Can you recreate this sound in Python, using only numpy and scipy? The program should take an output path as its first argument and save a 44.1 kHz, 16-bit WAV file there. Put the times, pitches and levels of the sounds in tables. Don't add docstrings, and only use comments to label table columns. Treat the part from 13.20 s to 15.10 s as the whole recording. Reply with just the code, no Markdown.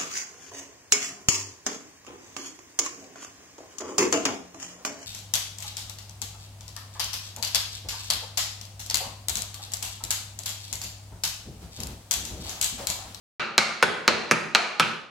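import sys
import numpy as np
from scipy import signal
from scipy.fft import rfft, irfft, next_fast_len
from scipy.io import wavfile
from scipy.ndimage import uniform_filter1d

SR = 44100
rng = np.random.default_rng(int(sys.argv[2]) if len(sys.argv) > 2 else 0)


def wav_record(signal):
    frames = np.transpose(np.atleast_2d(signal))
    bounded = np.clip(frames, -1, 1)
    quanta = np.round(bounded * 32767).astype(np.int16)
    wavfile.write(sys.argv[1], SR, quanta)


N = 83790
HIT_SIZE = 32768

# frequency in Hz, time to fall 60 dB in s.
ROOM_DECAY = [(100, 0.73), (400, 0.81), (1400, 0.69), (4000, 0.67), (8000, 0.55), (15000, 0.42)]
# frequency in Hz, relative level in dB.
ROOM_SPECTRUM = [(80, -5.5), (200, -4), (500, 0), (900, 0.5), (1400, -1.5), (3000, -2), (6000, -4.5),
                 (10000, -5.5), (15000, -17)]
# frequency in Hz, relative level in dB, 60 dB decay in s.
COUNTER_MODES = [(121.2, -29.5, 0.13), (162.3, -21.5, 0.15), (223, -29.5, 0.38), (294.7, -24.5, 0.09),
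                 (341, -32.5, 0.13), (477, -29.5, 0.026), (465.4, -45, 0.18), (607, -21, 0.024),
                 (680, -48, 0.017)]
# frequency in Hz, relative level in dB, 60 dB decay in s.
BOARD_MODES = [(990, -48, 0.12), (1202, -16, 0.033), (1324, -19.5, 0.092), (1374, -11, 0.021),
               (1732, -35.5, 0.017), (2222, -15, 0.01), (2440, -26.5, 0.068), (2746, -26.5, 0.033),
               (3974, -27.5, 0.055)]
# start in s, relative level in dB, clack frequency in Hz.
BOARD_LANDINGS = [(0.634, -20, 1550), (1.1197, -22, 1410), (1.1365, -9.5, 2490), (1.6064, -7.5, 1470),
                  (1.6226, -6.5, 2580), (1.6284, -8, 2800)]
# frequency in Hz, relative level in dB.
SPRAY_SPECTRUM = [(1000, -29), (3000, 3), (7000, -1), (10000, -3.5), (15000, -15)]
# frequency in Hz, relative level in dB.
SLAP_SPECTRUM = [(25, -12.5), (70, -7.5), (130, -4), (300, 0), (600, -4.5), (1000, -0.5), (1500, 0),
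                 (2600, -0.5), (3400, -6.5), (4800, -6), (6300, -8.5), (8500, -19), (15000, -25.5)]
# start in s, slap level in dB, slap treble in dB, air crack in dB, air pop in dB,
# pop frequency in Hz, hollow boost in dB, hollow frequency in Hz, spray level in dB, board knock in dB,
# counter thud in dB (also the slap's bass shelf). All levels are relative.
MALLET_BLOWS = [(.135, -2, -7, 7, 5.5, 2670, 3.5, 395, -32, 1, -5.5),
                (.3798, 1.5, 6.5, 6.5, 9, 2140, 4.5, 646, -7, 5, -6),
                (.6260, 0.5, -9.5, 2, 8, 1500, 8, 457, 3, -16, -3.5),
                (0.8784, 3, -1.5, 8.5, 0, 1500, 5.5, 470, -6.5, -3.5, -0.5),
                (1.1114, -2, -2, -2.5, 4.5, 1870, 4, 325, -1, -2.5, -1.5),
                (1.3491, 3.5, 0, 8.5, 4.5, 2400, 6, 703, -5, 3, -7.5),
                (1.5973, -1, -3, 5.5, 9, 1328, 0.5, 330, 0, -2, -3)]

RUMBLE_DB, RUMBLE_HZ = -81, 110
ROOM_DB, ROOM_GAP_S = -1, 0.003
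EARLY_DB, EARLY_T60 = -3, 0.068
NEAR_DB, NEAR_T60 = -4, 0.016
ECHO_S, ECHO_DB, ECHO_HZ = 0.0077, -7, 5500
ROOM_SIDE_DB = -5
TREBLE_SIDE_DB, TREBLE_SIDE_HZ = -2.5, 8300
PAN_DB = -0.14
MODE_SCATTER_DB = 0.5
BOARD_DELAY_S, BOARD_RISE_S = 0.0015, 0.00062
CLACK_DB, CLACK_T60, CLACK_RISE_S = 2, 0.006, 0.00037
REBOUND_RING_DB = -5
SPRAY_DB, SPRAY_T60 = -16.5, 0.042
SPRAY_CLUMP = 0.22
SLAP_DB = 21.5
SQUASH_S, SQUASH_HZ = 0.002818, 2521
BASS_HZ, TREBLE_HZ = 464, 4300
CRACK_HZ = 4196
CRACK_WIDTH, POP_WIDTH, HOLLOW_WIDTH = 0.078, 0.055, 0.2
LIMIT_DB, RELEASE_DB_PER_S, DETECT_S = -8.5, 13.5, 0.0031
CLIP_TOP = 0.98
OPEN_S = 0.19646
FADE_S, FADE_DB_PER_S = 1.733, 31
TOP_HZ = 16200


def amp(db):
    return 10 ** (np.asarray(db) / 20)


def along(points, hz):
    f, v = np.transpose(points)
    return np.interp(np.log(hz + 1), np.log(f + 1), v)


def above(hz, edge_hz):
    return 1 - 1 / (1 + (hz / edge_hz) ** 4)


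def clock():
    return np.arange(HIT_SIZE) / SR


def filtered(x, response):
    n = x.shape[-1]
    m = 2 * next_fast_len(n // 2 + 2048)
    hz = np.fft.rfftfreq(m, 1 / SR)
    return irfft(rfft(x, m) * response(hz), m)[..., :n]


def causal(gain):
    cepstrum = irfft(np.log(gain))
    cepstrum[1:len(cepstrum) // 2] *= 2
    cepstrum[len(cepstrum) // 2 + 1:] = 0
    return np.exp(rfft(cepstrum))


def delayed(x, s):
    return filtered(x, lambda hz: np.exp(-2j * np.pi * hz * s))


def rumble():
    x = filtered(rng.standard_normal((2, N)), lambda hz: 1 - above(hz, RUMBLE_HZ))
    return amp(RUMBLE_DB) * x / x.std()


def burst(t60):
    x = rng.standard_normal(HIT_SIZE) * amp(-60 * clock() / t60)
    return x / np.linalg.norm(x)


def diffuse_tail():
    hz, t, z = signal.stft(rng.standard_normal((2, HIT_SIZE)), SR, nperseg=256)
    decay = amp(-60 * t / along(ROOM_DECAY, hz)[:, None])
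    late = signal.istft(z * decay, SR, nperseg=256)[1][:, :HIT_SIZE]
    early = np.array([burst(EARLY_T60), burst(EARLY_T60)])
    tail = amp(ROOM_DB) * late / np.linalg.norm(late[0]) + amp(EARLY_DB) * early
    return filtered(tail, lambda hz: causal(amp(along(ROOM_SPECTRUM, hz))))


def kitchen(x):
    tail = diffuse_tail()
    mid, side = signal.fftconvolve(delayed(x, ROOM_GAP_S)[None], tail, axes=1)[:, :HIT_SIZE]
    direct = x + amp(NEAR_DB) * signal.fftconvolve(x, burst(NEAR_T60))[:HIT_SIZE]
    echo = filtered(delayed(direct, ECHO_S), lambda hz: amp(ECHO_DB) / (1 + 1j * hz / ECHO_HZ))
    mid = mid + direct + echo
    side = filtered(side, lambda hz: amp(ROOM_SIDE_DB + TREBLE_SIDE_DB * above(hz, TREBLE_SIDE_HZ)))
    return np.array([(mid + side) * amp(PAN_DB), (mid - side) * amp(-PAN_DB)])


def ping(hz, delay, t60, db, rise):
    t = np.maximum(clock() - delay, 0)
    envelope = amp(db - 60 * t / t60) * (1 - np.exp(-t / rise))
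    return envelope * np.sin(2 * np.pi * hz * t)


def ring(modes):
    total = np.zeros(HIT_SIZE)
    for k, (hz, db, t60) in enumerate(modes):
        mode_db = db + MODE_SCATTER_DB * rng.standard_normal()
        total += (-1) ** k * ping(hz, BOARD_DELAY_S, t60, mode_db, BOARD_RISE_S)
    return total


def rebound(clack_hz):
    clack = ping(clack_hz, 0, CLACK_T60, CLACK_DB, CLACK_RISE_S)
    return amp(REBOUND_RING_DB) * ring(BOARD_MODES) + clack


def spray():
    log_level = np.repeat(rng.standard_normal(HIT_SIZE // 32), 32)
    clumps = np.exp(SPRAY_CLUMP * log_level - SPRAY_CLUMP ** 2)
    fizz = rng.standard_normal(HIT_SIZE) * clumps * amp(SPRAY_DB - 60 * clock() / SPRAY_T60)
    return filtered(fizz, lambda hz: causal(amp(along(SPRAY_SPECTRUM, hz))))


def slap(treble_db, bass_db, cavities):
    def response(hz):
        lag_cycles = SQUASH_S * SQUASH_HZ * (1 - np.exp(-hz / SQUASH_HZ))
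        shelves = bass_db * (1 - above(hz, BASS_HZ)) + treble_db * above(hz, TREBLE_HZ)
        air = sum(db / (1 + ((hz / centre - 1) / width) ** 2) for centre, width, db in cavities)
        colour = causal(amp(along(SLAP_SPECTRUM, hz) + shelves + air))
        return colour * np.exp(-2j * np.pi * lag_cycles)

    return amp(SLAP_DB) * filtered(signal.unit_impulse(HIT_SIZE), response)


def blow(slap_db, treble_db, crack_db, pop_db, pop_hz, hollow_db, hollow_hz, spray_db, knock_db, thud_db):
    cavities = [(CRACK_HZ, CRACK_WIDTH, crack_db),
                (pop_hz, POP_WIDTH, pop_db),
                (hollow_hz, HOLLOW_WIDTH, hollow_db)]
    meat = amp(slap_db) * slap(treble_db, thud_db, cavities) + amp(spray_db) * spray()
    knock = amp(knock_db) * ring(BOARD_MODES)
    thud = amp(thud_db) * ring(COUNTER_MODES)
    return meat + knock + thud


def scene():
    hits = [(s, blow(*strengths)) for s, *strengths in MALLET_BLOWS]
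    hits += [(s, amp(db) * rebound(hz)) for s, db, hz in BOARD_LANDINGS]
    mix = rumble()
    for s, x in hits:
        mix += np.pad(kitchen(x), ((0, 0), (round(s * SR), N)))[:, :N]
    return mix


def record(dry):
    t = np.arange(N) / SR
    power = np.abs(uniform_filter1d(np.mean(dry ** 2, axis=0), max(2, round(DETECT_S * SR))))
    over_db = np.maximum(10 * np.log10(power + 1e-12) - LIMIT_DB, 0)
    release_db = RELEASE_DB_PER_S * t
    x = dry * amp(release_db - np.maximum.accumulate(over_db + release_db))
    x = x / (1 + (x / CLIP_TOP) ** 16) ** (1 / 16)
    x = x * (t > OPEN_S) * amp(-FADE_DB_PER_S * np.maximum(t - FADE_S, 0))
    return filtered(x, lambda hz: 1 / np.sqrt(1 + (hz / TOP_HZ) ** 120))


dry = scene()
out = record(dry)
wav_record(out)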